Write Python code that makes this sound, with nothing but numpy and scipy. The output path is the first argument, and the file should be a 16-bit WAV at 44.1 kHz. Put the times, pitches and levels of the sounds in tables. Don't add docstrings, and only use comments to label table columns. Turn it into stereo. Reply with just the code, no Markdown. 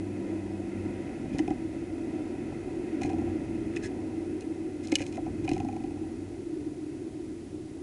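import sys
import numpy as np
from scipy import signal
from scipy.fft import rfft, irfft
from scipy.io import wavfile
from scipy.ndimage import uniform_filter1d

SR = 44100
rng = np.random.default_rng(int(sys.argv[2]) if len(sys.argv) > 2 else 0)


def materialize(psi):
    bounded = np.clip(np.atleast_2d(psi).T, -1, 1)
    quanta = np.round(bounded * 32767).astype(np.int16)
    wavfile.write(sys.argv[1], SR, quanta)


N = 345191

# (time [s], wall peak [dB], treble rms over 10 ms [dB], favoured ring [Hz])
CLAW_TICKS = [(1.35, -44.5, -64, 2000), (1.3852, -33, -44, 2670), (1.3917, -25.5, -52, 2100),
              (1.4784, -36, -56, 2540), (1.5054, -40, -57.5, 2060), (3.018, -36, -50, 2100),
              (3.0337, -30, -44.5, 2100), (3.061, -48, -54, 2000), (3.0933, -36, -61, 1970),
              (3.7628, -33, -47.5, 1740), (3.7667, -25.5, -53, 2260), (3.773, -37, -53, 2442),
              (4.4083, -53, -52.5, 2087), (4.8724, -50, -48, 1750), (4.8837, -42.5, -57, 2680),
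              (4.8974, -53, -57, 1960), (4.9179, -34, -48, 2673), (4.921, -32, -38, 2020),
              (4.94, -40, -52, 2340), (4.955, -17, -26, 2830), (4.9857, -34, -54, 2413),
              (4.996, -31, -62, 2504), (5.0053, -30.5, -60, 1877), (5.018, -33, -50, 3040),
              (5.0242, -32, -51, 2000), (5.0655, -39.5, -50, 2400), (5.1257, -44, -54, 2600),
              (5.157, -50, -56, 2530), (5.1712, -38, -57, 1980), (5.2626, -47, -65, 2450),
              (5.4787, -27.5, -61.5, 2520), (5.4916, -29, -43.5, 2310), (5.5152, -32.5, -51, 2530),
              (5.534, -38, -48, 2530), (5.5796, -41, -54, 2160), (5.6015, -35, -59, 2556)]
# (time [s], length [s], wall rms [dB], treble rms [dB], favoured ring [Hz])
SEED_SCRAPES = [(1.321, 0.048, -54.5, -63, 2400), (1.39, 0.015, -62, -53, 2200),
                (3.008, 0.078, -53, -59, 2300), (3.091, 0.034, -55, -63, 2200),
                (3.729, 0.042, -57.5, -69, 2007), (3.821, 0.059, -45.5, -50, 1660),
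                (4.415, 0.013, -55, -61, 2100), (4.829, 0.038, -58, -55.5, 2100),
                (4.917, 0.013, -36, -54, 2280), (4.973, 0.076, -51, -53, 2300),
                (5.04, 0.069, -67, -59.5, 2400), (5.117, 0.073, -60, -63, 2400),
                (5.433, 0.028, -55, -58, 2390), (5.492, 0.079, -61, -60, 2400)]
# (frequency [Hz], level [dB], t60 [s])
WALL_MODES = [(1707, 7, 0.012), (2060, 0, 0.024), (2490, 8, 0.018), (2920, -1, 0.024), (3280, -12, 0.006)]
CONTACT_MS, CONTACT_MS_PER_DB, USUAL_TREBLE_DB = 3.16, 0.01, -61
EDGE_GAIN = 8.5
RATTLE_HZ, RATTLE_DB, RATTLE_TREBLE_DB, RATTLE_LEAD_S = 2500, -11.5, -28.5, .0005


def claws():
    out = np.zeros(N)
    rattle = [(s - RATTLE_LEAD_S, db + RATTLE_DB, db + RATTLE_TREBLE_DB, RATTLE_HZ)
              for s, db, _ in rocking()]
    for s, wall_db, treble_db, hz in CLAW_TICKS + rattle:
        grit = tick_grit(treble_db)
        treble = crack(grit)
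        wall = ring(WALL_MODES, scatter_db=-2.0, push=grit, near_hz=hz)
        add(out, undb(wall_db) * wall, s - .0005)
        add(out, undb(treble_db) * treble / np.std(treble[:SR // 100]), s - .0005)
    for s, length_s, wall_db, treble_db, hz in SEED_SCRAPES:
        grit = scrape_grit(length_s)
        wall = ring(WALL_MODES, scatter_db=1.5, push=grit, near_hz=hz, fall_db=18)
        add(out, undb(wall_db) * wall / np.std(wall[:len(grit)]), s)
        add(out, undb(treble_db) * unit(crack(grit)), s)
    return signal.sosfilt(signal.butter(3, 1400, "high", fs=SR, output="sos"), out)


def tick_grit(treble_db):
    t = np.arange(SR // 40) / SR
    decay_ms = CONTACT_MS + CONTACT_MS_PER_DB * (treble_db - USUAL_TREBLE_DB)
    x = 1000 * t / max(decay_ms, 1)
    grit = rng.standard_normal(len(t)) * (1 - np.exp(-15 * x)) * np.exp(-x)
    grit[SR // 3000] += EDGE_GAIN
    return grit


def scrape_grit(length_s):
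    noise, chance = rng.standard_normal((2, SR // 8))[:, :int(length_s * SR)]
    grains = undb(3 * np.repeat(chance, 60)[:len(noise)])
    swell = np.sin(np.linspace(0, np.pi, len(noise))) ** 0.76
    return noise * grains * swell


# (frequency [Hz], width [Hz], level [dB])
TREBLE_PEAKS = [(3340, 700, -3), (4120, 220, 6), (5200, 460, 2.5), (6480, 550, 6), (7640, 1400, -2.5),
                (8520, 500, 0), (9850, 1600, -9.5)]


def crack(push):
    out = 0
    for k, (hz, width_hz, db) in enumerate(TREBLE_PEAKS):
        b, a = signal.iirpeak(hz, hz / width_hz, SR)
        out = out + (-1) ** k * undb(db) * signal.lfilter(b, a, push)
    return out


# (time [s], peak [dB], push and favoured ring [Hz])
MOUNT_KNOCKS = [(1.35, -37, 501), (1.39, -31.5, 750), (1.48, -28.5, 784), (1.508, -29, 760),
                (2.524, -34.5, 553), (4.925, -24, 528), (5.006, -28.5, 514), (5.178, -28, 667),
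                (5.266, -30, 743), (5.453, -37.5, 504)]
# (time [s], boom peak [dB], sway peak [dB], boom push [ms])
WEIGHT_THUMPS = [(1.346, -18, -33, 4.4), (1.393, -17, -43, 16), (1.479, -18.5, -44, 6.7),
                 (1.504, -20.5, -46, 7.8), (3.009, -21, -41, 8.6), (3.046, -22, -28, 5.3),
                 (4.919, -13.5, -52, 14.3), (5.003, -23.5, -34, 18), (5.449, -34.5, -44, 5.3),
                 (5.486, -24, -37.5, 8.8), (5.515, -18, -24, 4), (5.599, -28, -30, 6.2)]
# (frequency [Hz], level [dB], t60 [s])
MOUNT_MODES = [(542, -10, 0.11), (686, -5.5, 0.04), (747.3, -3.5, 0.1), (799.4, -1, 0.066),
               (1010, -1, 0.087), (1334, -1, 0.062)]
AIR_MODES = [(250, -14, .07), (305, 0, .07), (345, -11, .1)]
SWAY_MODES = [(65.7, -27, 0.11), (120, -2, 0.064), (195, -15, 0.097)]


def house():
    out = np.zeros(N)
    for s, db, hz in MOUNT_KNOCKS + rocking():
        push = flex(hz, ms=6)
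        add(push, 2.8 * np.hanning(14), 0)
        knock = ring(MOUNT_MODES, scatter_db=1.5, push=push, near_hz=hz, fall_db=13)
        add(out, undb(db) * knock, s - .002)
    for s, boom_db, sway_db, push_ms in WEIGHT_THUMPS:
        boom = ring(AIR_MODES, scatter_db=1.5, push=flex(305, push_ms))
        sway = ring(SWAY_MODES, scatter_db=2, push=np.hanning(150))
        add(out, undb(boom_db) * boom, s)
        add(out, undb(sway_db) * sway, s)
    return out


def flex(hz, ms):
    t = np.arange(int(ms * SR / 1000)) / SR
    return np.sin(2 * np.pi * hz * t) * np.hanning(len(t))


# (first strike [s], first swing [ms], shortening per swing [ms],
# first peak [dB], fade over the first swing [dB], push and favoured ring [Hz])
ROCKING_RUNS = [(3.0135, 86, 0, -29, 2, 735), (3.0485, 84, 2, -30, 2, 760),
                (5.478, 87.5, 4.1, -27.5, 1.1, 755), (5.515, 88.3, 4.8, -28.5, .62, 790)]
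FADE_POWER = 1.72


def rocking():
    k = np.arange(10)
    s, ms, less_ms, db, fade_db, hz = np.array(ROCKING_RUNS).T[:, :, None]
    strike_s = s + k * (ms - less_ms * (k - 1) / 2) / 1000
    strike_db = db - fade_db * k ** FADE_POWER
    strike_hz = hz + 0 * k
    return list(zip(strike_s.ravel(), strike_db.ravel(), strike_hz.ravel()))


# (time [s], rumble [dB], drone [dB], hollow boom [dB], tyre roar [dB])
STREET_LEVELS = [(0.0, -51, -38, -37, -57.5), (0.22, -48.5, -45.5, -34.5, -55),
                 (0.74, -46.5, -42.5, -36.5, -54), (1.37, -43, -38, -35, -55), (1.81, -46, -44, -36, -56.5),
                 (2.22, -48.5, -38.5, -33.5, -55.5), (2.61, -44, -43.5, -35.5, -55.5),
                 (2.99, -50, -39.5, -31.5, -54.5), (3.18, -41, -37, -33.5, -54.5),
                 (4.08, -47, -41, -33.5, -57), (4.42, -49, -44.5, -34, -59.5), (5.17, -46, -44, -38, -59),
                 (5.51, -38.5, -41.5, -35.5, -60), (5.69, -43.5, -36, -36.5, -60.5),
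                 (6.3, -51, -46.5, -37, -62.5), (6.67, -49, -50, -35.5, -64), (7.09, -52, -46.5, -38, -65),
                 (7.83, -50.5, -52.5, -39, -69)]
# (frequency [Hz], density [dB per Hz])
RUMBLE_SHAPE = [(14, -43), (30, -11), (52, -2.5), (70, -1.5), (95, -1.5), (115, 0), (140, -1), (180, -2),
                (200, -2)]
DRONE_SHAPE = [(160, -39), (185, -14.5), (230, -1), (270, -2), (295, -2)]
HOLLOW_SHAPE = [(250, -16.5), (280, -5.5), (325, 3), (360, -3.5), (410, -13), (470, -19.5), (520, -74)]
MURMUR_SHAPE = [(430, -16), (480, 0.5), (600, -0.5), (680, -6), (755, 1), (830, -13.5), (985, -9),
                (1080, -18.5), (1200, -71)]
ROAR_SHAPE = [(1100, -11), (1380, 0.5), (1650, -3.5), (2040, 2.5), (2300, -7), (2560, 1.5), (2800, -11),
              (3100, -13), (4500, -21), (7000, -25)]
MURMUR_DB, MURMUR_FOLLOWS = -47, 0.81


def street():
    t = np.arange(N) / SR
    s, rumble, drone, hollow, roar = np.transpose(STREET_LEVELS)
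    murmur = MURMUR_DB + MURMUR_FOLLOWS * (roar - roar.max())
    bands = [(rumble, RUMBLE_SHAPE), (drone, DRONE_SHAPE), (hollow, HOLLOW_SHAPE),
             (murmur, MURMUR_SHAPE), (roar, ROAR_SHAPE)]
    out = np.zeros(N)
    for db, shape in bands:
        flicker_db = 0.83 * walk(7.5)
        out += undb(np.interp(t, s, db) + flicker_db) * coloured(shape)
    return out + engines(t)


# (time [s], pitch [Hz], level [dB])
HUM_TRACK = [(0, 98.9, -40.5), (.62, 96.7, -42.5), (.8, 96.4, -39), (1.35, 95.2, -66), (1.68, 94, -51),
             (2.92, 93, -54.5), (3.07, 92.8, -42.5), (3.38, 89.5, -40.5), (3.55, 94, -47), (5.1, 95, -50.5),
             (5.6, 95.7, -44.5), (6.25, 95.2, -44), (6.452, 95, -58), (7.83, 88.8, -51)]
HUM_DIPS_S = [.24, .7, 1.73, 3.41, 4.45, 5.82, 6.14]
DIP_DB, DIP_WIDTH_S = -22, .04
# (start [s], length [s], from [Hz], to [Hz], level [dB])
ENGINE_PASSES = [(-.1, 1.18, 196, 196.7, -43.5), (.4, 2.17, 49, 51.6, -67), (2.293, 0.42, 128, 145, -47.5),
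                 (2.986, 1.59, 116.5, 124, -58), (6.35, 0.84, 135, 139.5, -51.5)]
SWELL_POWER = .3


def engines(t):
    s, hz, db = np.transpose(HUM_TRACK)
    dips_db = sum(DIP_DB * np.exp(-((t - at) / DIP_WIDTH_S) ** 2) for at in HUM_DIPS_S)
    out = tone(np.interp(t, s, hz), np.interp(t, s, db) + dips_db, waver_db=.8)
    for s, length_s, from_hz, to_hz, db in ENGINE_PASSES:
        x = np.clip((t - s) / length_s, 0, 1)
        swell = np.abs(np.sin(np.pi * x)) ** SWELL_POWER
        out += swell * tone(from_hz + (to_hz - from_hz) * x, db, waver_db=1.)
    return out


def tone(hz, db, waver_db):
    phase = 2 * np.pi * np.cumsum(hz + .3 * walk(5)) / SR
    return np.sqrt(2) * undb(db + waver_db * walk(5)) * np.sin(phase)


# (frequency [Hz], density [dB per Hz], likeness of the ports [-1..1])
HISS_SHAPE = [(298, 4, -0.15), (1090, 5, -0.84), (1680, 0, -0.62), (3000, -3.5, -0.41), (3700, -5.5, -0.28),
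              (5600, -7.5, 0.19), (6860, -8, 0.34), (7900, -10, 0.44), (11000, -10.5, 0.64)]
HISS_DB = -53


def hiss():
    db, like = over_hz(HISS_SHAPE)
    like = np.clip(like, -1, 1)
    mid, side = rfft(rng.standard_normal((2, N))) * undb(db) * np.sqrt([1 + like, 1 - like])
    return undb(HISS_DB) * unit(irfft([mid + side, mid - side], N))


def undb(db):
    return 10 ** (np.asarray(db) / 20)


def unit(x):
    return x / np.sqrt(np.mean(x ** 2))


def add(out, x, s):
    i = int(s * SR)
    out[i:i + len(x)] += x[:len(out) - i]


def over_hz(table):
    hz, *columns = np.transpose(table)
    log_bins = np.log(np.fft.rfftfreq(N, 1 / SR) + 1)
    return [np.interp(log_bins, np.log(hz), c) for c in columns]


def coloured(shape):
    closed = [(shape[0][0] / 2, -90)] + shape + [(shape[-1][0] * 2, -90)]
    return unit(irfft(rfft(rng.standard_normal(N)) * undb(over_hz(closed)[0]), N))


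def walk(rate_hz):
    k = int(SR / rate_hz)
    held = np.repeat(rng.standard_normal(N // k + 1), k)
    return unit(uniform_filter1d(uniform_filter1d(held, k), k)[:N])


def ring(modes, scatter_db, push, near_hz=None, fall_db=25):
    hz, db, t60 = np.array(modes).T[:, :, None]
    if near_hz:
        db = db - fall_db * np.abs(np.log2(hz / near_hz))
    t = np.arange(SR // 8) / SR
    detune, sign, size = rng.standard_normal((3, len(modes), 1))
    decay = np.exp(-np.log(1000) * t / t60)
    waves = np.sin(2 * np.pi * hz * (1 + 0.011 * detune) * t) * decay
    response = np.sum(np.sign(sign) * undb(db + scatter_db * size) * waves, axis=0)
    y = signal.fftconvolve(response, push)
    return y / np.max(np.abs(y))


# (frequency [Hz], right lead [rad], left minus right [dB], lead scatter [rad])
PORT_RESPONSE = [(40, -0.058, .5, .03), (100, 0.3, 0.5, .05), (172, 0.43, 0.7, .04),
                 (324, 0.65, -0.4, 0.069), (530, 0.86, -1.5, 0.48), (810, 0.77, -0.5, 0.17),
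                 (1480, 1.1, -5, 2), (2100, -0.17, 1, 0.27), (2580, 1.05, 3, 0.79), (2900, 0.068, -1, 0.45),
                 (3950, -1.2, -1, 0.64), (6660, 1.3, -1, 0.2), (9050, 0.19, -2, 0.77)]


def scene():
    lead, pan_db, scatter = over_hz(PORT_RESPONSE)
    ripple = unit(uniform_filter1d(rng.standard_normal(len(lead)), size=300))
    sign = np.array([[1], [-1]])
    ports = undb(sign * pan_db / 2) * np.exp(-.5j * sign * (lead + scatter * ripple))
    box = claws() + house() + street()
    return irfft(rfft(box) * ports, N) + hiss()


TOP_HZ = 10950


def record(dry):
    return signal.sosfilt(signal.ellip(10, .3, 60, TOP_HZ, fs=SR, output="sos"), dry)


dry = scene()
out = record(dry)
materialize(out)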